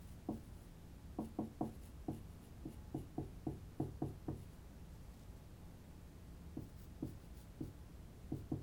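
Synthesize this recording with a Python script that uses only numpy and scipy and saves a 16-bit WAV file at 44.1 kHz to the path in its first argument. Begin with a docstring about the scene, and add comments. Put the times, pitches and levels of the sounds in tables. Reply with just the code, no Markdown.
"""In a quiet classroom, a felt marker writes short signs on a wall-mounted whiteboard.
Each landing of the tip knocks the board: a short thud and dying sines, with echoes from the room.
Each stroke is a faint hiss, made of many tiny clicks that ring the tip.
A steady noise floor, from low rumble to faint hiss, lies under it with a fan's narrow tones.
A few faint noise rustles are heard as the arm comes away."""
import sys
import numpy as np
from scipy import signal
from scipy.io import wavfile
from scipy.ndimage import uniform_filter1d

SR = 44100
rng = np.random.default_rng(int(sys.argv[2]) if len(sys.argv) > 2 else 0)


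def inscribe(sig):
    """Save sig as 16-bit PCM at rate SR to the path in sys.argv[1].

    A 1-D sig is mono; a 2-D sig holds one channel per row.
    Samples are clipped to [-1, 1] before scaling.
    """
    pcm = np.round(np.clip(np.atleast_2d(sig).T, -1, 1) * 32767)
    wavfile.write(sys.argv[1], SR, pcm.astype(np.int16))


N = 380334  # length in samples


def gain_of(db):
    """Turns decibels into an amplitude factor."""
    return 10 ** (np.asarray(db) / 20)


def evened(x):
    """Scales a sound to an rms level of 1."""
    return x / np.sqrt(np.mean(x ** 2) + 1e-20)


def slow_wander(samples):
    """Random ups and downs of rms 1: noise averaged over a number of samples."""
    return evened(uniform_filter1d(rng.standard_normal(N), samples))


def read_curve(points, hz):
    """Reads a curve between its points, along a logarithmic pitch axis."""
    point_hz, value = np.transpose(points)
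    return np.interp(np.log(hz + 1), np.log(point_hz + 1), value)


def add(mix, start_s, sound):
    """Mixes a sound in at its start time."""
    part = mix[max(round(start_s * SR), 0):][:len(sound)]
    part += sound[:len(part)]


def resonate(x, hz, width_hz):
    """Rings at one pitch with a peak gain of 1; a narrower width rings longer."""
    decay = np.exp(-np.pi * width_hz / SR)
    turn = np.exp(2j * np.pi * min(hz, 0.49 * SR) / SR)
    return 2 * signal.lfilter([1 - decay], [1, -decay * turn], x).real


def noise_floor():
    """Steady noise: random waves of every pitch, weighted by a spectrum."""
    # strong low rumble thinning to faint hiss, cut off steeply near 15.9 kHz:
    # pitch_hz, relative level_db (per Hz)
    floor_spectrum = [(10, -8.5), (25, -11.5), (58, -1), (75, -2.5), (92, -7), (120, -9), (250, -15.5),
                      (500, -24.5), (1000, -31.5), (2500, -39), (6000, -43), (13400, -46), (15750, -46),
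                      (15950, -73)]
    floor_db = -55  # rms level
    hz = np.fft.rfftfreq(4096, 1 / SR)
    real, imaginary = rng.standard_normal((N // 1024 + 5, len(hz), 2)).T
    spectrum = (real + 1j * imaginary) * gain_of(read_curve(floor_spectrum, hz)[:, None])
    noise = signal.istft(spectrum, nperseg=4096, noverlap=3072)[1][:N]
    return gain_of(floor_db) * evened(noise)


def fan_tones():
    """The ventilation fan hums: each blade tone is a steady sine plus narrow noise around it."""
    # blade tones of the fan: multiple of fan_hz, width_hz of the noisy part, level_db (rms)
    blade_tones = [(1, 4, -67.5), (4, 3, -87), (5, 3, -84)]
    fan_hz = 170
    t, out = np.arange(N) / SR, np.zeros(N)
    for multiple, width_hz, level_db in blade_tones:
        tone_hz = multiple * fan_hz
        steady = np.sqrt(2) * np.sin(2 * np.pi * tone_hz * t)
        unsteady = 1.7 * evened(resonate(rng.standard_normal(N), tone_hz, width_hz))
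        out += gain_of(level_db) * evened(steady + unsteady)
    return out


def fibre_slips():
    """Felt fibres slip on the board: dense tiny clicks of uneven strength, stronger in clumps."""
    slips_per_s, spread_db = 7000, 2.5
    slips = (rng.random(N) < slips_per_s / SR) * rng.choice([-1., 1.], N)
    slips *= gain_of(spread_db * np.minimum(rng.exponential(1, N), 5))
    return slips * gain_of(1.5 * slow_wander(250))


def ring_tip(slips, resonances):
    """The slips ring the tip; each resonance is passed twice for steeper sides."""
    ringing = np.zeros(N)
    for hz, width_hz, level_db in resonances:
        once = resonate(slips, hz, width_hz)
        ringing += gain_of(level_db) * resonate(once, hz, width_hz)
    return evened(ringing)


def felt_strokes():
    """The felt slides: flat and edge of the tip hiss differently, and the barrel squeaks."""
    # strokes: middle_s, length_s (at half power), level_db (rms of the full hiss, without squeak),
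    # share drawn with the edge of the tip (0-1)
    strokes = [(0.028, 0.032, -71.6, 0.7), (0.108, 0.055, -70, 0.4), (0.353, 0.062, -72, 0.6),
               (0.46, 0.055, -75, 0.25), (0.611, 0.1, -74.3, 0.3), (1.249, 0.054, -70.5, 0.2),
               (1.456, 0.042, -78, 0), (1.671, 0.054, -72, 0.1), (1.749, 0.031, -73, 0),
               (1.857, 0.056, -69, 0.1), (2.152, 0.053, -69.5, 0), (2.322, 0.062, -77, 0),
               (2.448, 0.055, -71.5, 0), (2.725, 0.048, -69.5, 0), (2.994, 0.056, -72.5, 0),
               (3.261, 0.076, -81, 0), (3.528, 0.09, -79, 0), (3.834, 0.06, -73.5, 0),
               (4.08, 0.039, -74, 0), (4.418, 0.089, -74, 0.1), (4.541, 0.039, -77, 0.2),
               (6.629, 0.042, -70, 1), (6.702, 0.036, -75, 0.8), (6.819, 0.056, -65.5, 1),
               (7.094, 0.054, -69, 0.8), (7.241, 0.064, -76, 0.6), (7.399, 0.059, -68.2, 0.7),
               (7.66, 0.048, -70, 0.84), (8.381, 0.045, -71, 0.8)]
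    # ringing of the flat of the tip: pitch_hz, width_hz (of each pass), level_db
    flat_resonances = [(3730, 8000, -7.5), (7200, 1600, -4), (10120, 3700, 3), (13000, 5700, -12.5),
                       (15900, 840, -4)]
    # ringing of the edge of the tip: pitch_hz, width_hz (of each pass), level_db
    edge_resonances = [(4970, 3200, -11.5), (6900, 600, -8), (8400, 1300, -7.5), (11500, 13000, -17),
                       (16300, 3500, -0.5)]
    barrel_hz, barrel_width_hz = 2860, 120
    squeak_flat_db, squeak_edge_db = -12.5, -34  # against the hiss: more squeak under the flat

    slips = fibre_slips()
    flat = ring_tip(slips, flat_resonances)
    edge = ring_tip(slips, edge_resonances)
    squeak = evened(resonate(slips, barrel_hz, barrel_width_hz))
    t, out = np.arange(N) / SR, np.zeros(N)
    for middle_s, length_s, level_db, share in strokes:
        share = np.clip(share, 0, 1)
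        hiss = np.sqrt(1 - share) * flat + np.sqrt(share) * edge
        squeak_db = squeak_flat_db + (squeak_edge_db - squeak_flat_db) * share
        # the hand speeds up and slows down
        speed = 0.5 ** (abs(2 * (t - middle_s) / length_s) ** 2.4 / 2)
        out += gain_of(level_db) * speed * (hiss + gain_of(squeak_db) * squeak)
    return out


def mode(hz, level_db, t60_s, rise_s):
    """A dying sine (60 dB down after t60_s); the soft felt lets it swell up instead of clicking."""
    t = np.arange(SR // 2) / SR
    swell = (1 - np.exp(-t / rise_s)) ** 2
    return -gain_of(level_db - 60 * t / t60_s) * swell * np.sin(2 * np.pi * hz * t)


def thud(lower, place, sharp):
    """The panel gives while the tip presses in, then is damped; a soft landing presses in slower."""
    # the thud: level_db, length_s, rise_s of a sharp landing
    level_db, length_s, sharp_rise_s = (-3.43, 0.011, 0.0012)
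    left_hz, right_hz, soft_rise_s = 281.5, 294, 0.0016
    hz = left_hz + (right_hz - left_hz) * place  # higher to the right
    if lower:
        hz *= 0.97  # lower in pitch on the lower line
    rise_s = soft_rise_s + (sharp_rise_s - soft_rise_s) * np.clip(sharp, 0, 1)
    sound = mode(hz, level_db, 0.71, rise_s)
    return sound * np.exp(-(np.arange(len(sound)) / SR / length_s) ** 3.13)


def knock(lower, strength_db, place, sharp):
    """One landing: a thud and the board's modes, shared out by line, place and sharpness."""
    # modes of the board, grouped in families: pitch_hz, level_db, t60_s, rise_s
    board_families = [
        [(60.8, -11, 0.58, 0.0069), (98.6, 2.5, 0.58, 0.012)],
        [(138.4, 2.5, 0.34, 0.0006)],
        [(198, -4, 0.071, 0.0033), (223.7, 10.5, 0.24, 0.0038)],
        [(257.8, -6.5, 0.2, 0.0051), (379.4, -9, 0.27, 0.015), (429, -1, 0.12, 0.0085)],
        [(485, -3, 0.21, 0.0072), (538, -6, 0.025, 0.0023), (588, 4, 0.042, 0.0018)],
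        [(689, -10, 0.1, 0.0026), (732.3, 9.5, 0.037, 0.0012), (842, -12.5, 0.13, 0.0019)],
        [(948, 3, 0.063, 0.00052), (1066, -2, 0.078, 0.0031)],
        [(1227, 1, 0.048, 0.00034), (1500, 0, 0.034, .001), (1785, 0, 0.028, 0.0011)],
    ]
    # the places across the writing that the next table uses: place (0-1, left to right)
    known_places = [0, .45, .8, 1]
    # what each family gets: level_db at each of the four places (four columns),
    # change on the lower line (dB), gain from a sharp landing (dB)
    family_shares = [(-34, -22.5, -23.5, -17.5, 3.5, 4), (-25.5, -18, -15.5, -12, 1.5, 1),
                     (-16, -22.5, -36.5, -18.5, -16, -3), (-19, -23, -13.5, -16, 0.5, 1),
                     (-22.5, -23, -27.5, -22, -2, 9), (-32, -28, -26.5, -37, -5, 17.5),
                     (-39, -45.5, -47.5, -38.5, 2, 22), (-55, -46, -50.5, -29, -1, 10.5)]

    out = thud(lower, place, sharp)
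    for (*place_db, lower_db, sharp_db), family in zip(family_shares, board_families):
        share_db = np.interp(place, known_places, place_db) + lower * lower_db + sharp * sharp_db
        out = out + gain_of(share_db) * sum(mode(*row) for row in family)
    return gain_of(strength_db) * out


def board_knocks():
    """Each landing of the tip strikes the board; later landings are on the lower line."""
    # landings: start_s, strength_db, place (0-1, left to right), sharpness (0-1)
    landings = [(0.287, -26, 0.21, 0.75), (1.186, -27, 0.09, 0.9), (1.387, -25, 0.18, 0.82),
                (1.609, -24.5, 0.27, 0.98), (2.083, -26.5, 0.49, 0.58), (2.654, -32, 0.51, 0),
                (2.945, -27, 0.7, 0.37), (3.18, -27, 0.78, 0.54), (3.467, -26, 0.72, 0.4),
                (3.799, -24.5, 0.85, 0.62), (4.019, -25.5, 0.87, 0.75), (4.282, -28.5, 0.93, 0.8),
                (6.569, -30, 0.34, 0.36), (7.025, -27, 0.35, 0.27), (7.607, -28.5, .51, .01),
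                (8.319, -27, 0.64, 0.34), (8.517, -25, 0.58, 0.45)]
    lower_line_s = 6
    out = np.zeros(N)
    for start_s, *blow in landings:
        add(out, start_s, knock(start_s > lower_line_s, *blow))
    return out


def room(x):
    """Single echoes from nearby walls and a diffuse tail that dies faster in the treble."""
    # echoes: delay_s, level_db
    wall_echoes = [(.024, -10), (0.042, -35)]
    # how long the tail takes to die by 60 dB: pitch_hz, t60_s
    decay_times = [(210, 0.29), (560, 0.28), (1470, 0.11)]
    tail_db, rise_s = -8, 0.0054  # level set before the soft start

    hz, t, spectrum = signal.stft(rng.standard_normal(SR // 2), SR, nperseg=512)
    fading = gain_of(-60 * t / read_curve(decay_times, hz)[:, None])
    tail = signal.istft(spectrum * fading, SR, nperseg=512)[1]
    soft_start = 1 - np.exp(-np.arange(len(tail)) / SR / rise_s)
    tail *= gain_of(tail_db) / np.linalg.norm(tail) * soft_start
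    for delay_s, level_db in wall_echoes:
        add(tail, delay_s, gain_of([level_db]))
    # only the part above about 240 Hz goes into the room
    upper = signal.sosfilt(signal.butter(4, 240, "high", fs=SR, output="sos"), x)
    return signal.fftconvolve(upper, tail)[:N]


def rustle():
    """Faint rustles as the arm comes away: uneven broad noise that swells up and breaks off."""
    # rustles: peak_s, level_db
    rustles = [(4.962, -78), (5.05, -77), (5.148, -77), (5.226, -72), (5.374, -76)]
    rise_db_per_s, fall_db_per_s = 180, 500
    t, swells = np.arange(N) / SR, np.zeros(N)
    noise = rng.standard_normal(N) * gain_of(3 * slow_wander(300))
    for peak_s, level_db in rustles:
        drop_db = np.maximum(rise_db_per_s * (peak_s - t), fall_db_per_s * (t - peak_s))
        swells += gain_of(level_db - drop_db)
    return evened(resonate(noise, 5000, 6000)) * swells


def scene():
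    """Mixes noise floor, fan, strokes, knocks with their room, and rustles into one channel."""
    knocks = board_knocks()
    mix = noise_floor() + fan_tones() + felt_strokes() + knocks + room(knocks) + rustle()
    return mix[None]


def record(dry):
    """Limits the band: a steep filter takes away what lies above its cutoff."""
    cutoff_hz = 17170
    low_pass = signal.firwin(1023, cutoff_hz, window=("kaiser", 9), fs=SR)
    return signal.oaconvolve(dry, low_pass[None], "same")


dry = scene()
out = record(dry)
inscribe(out)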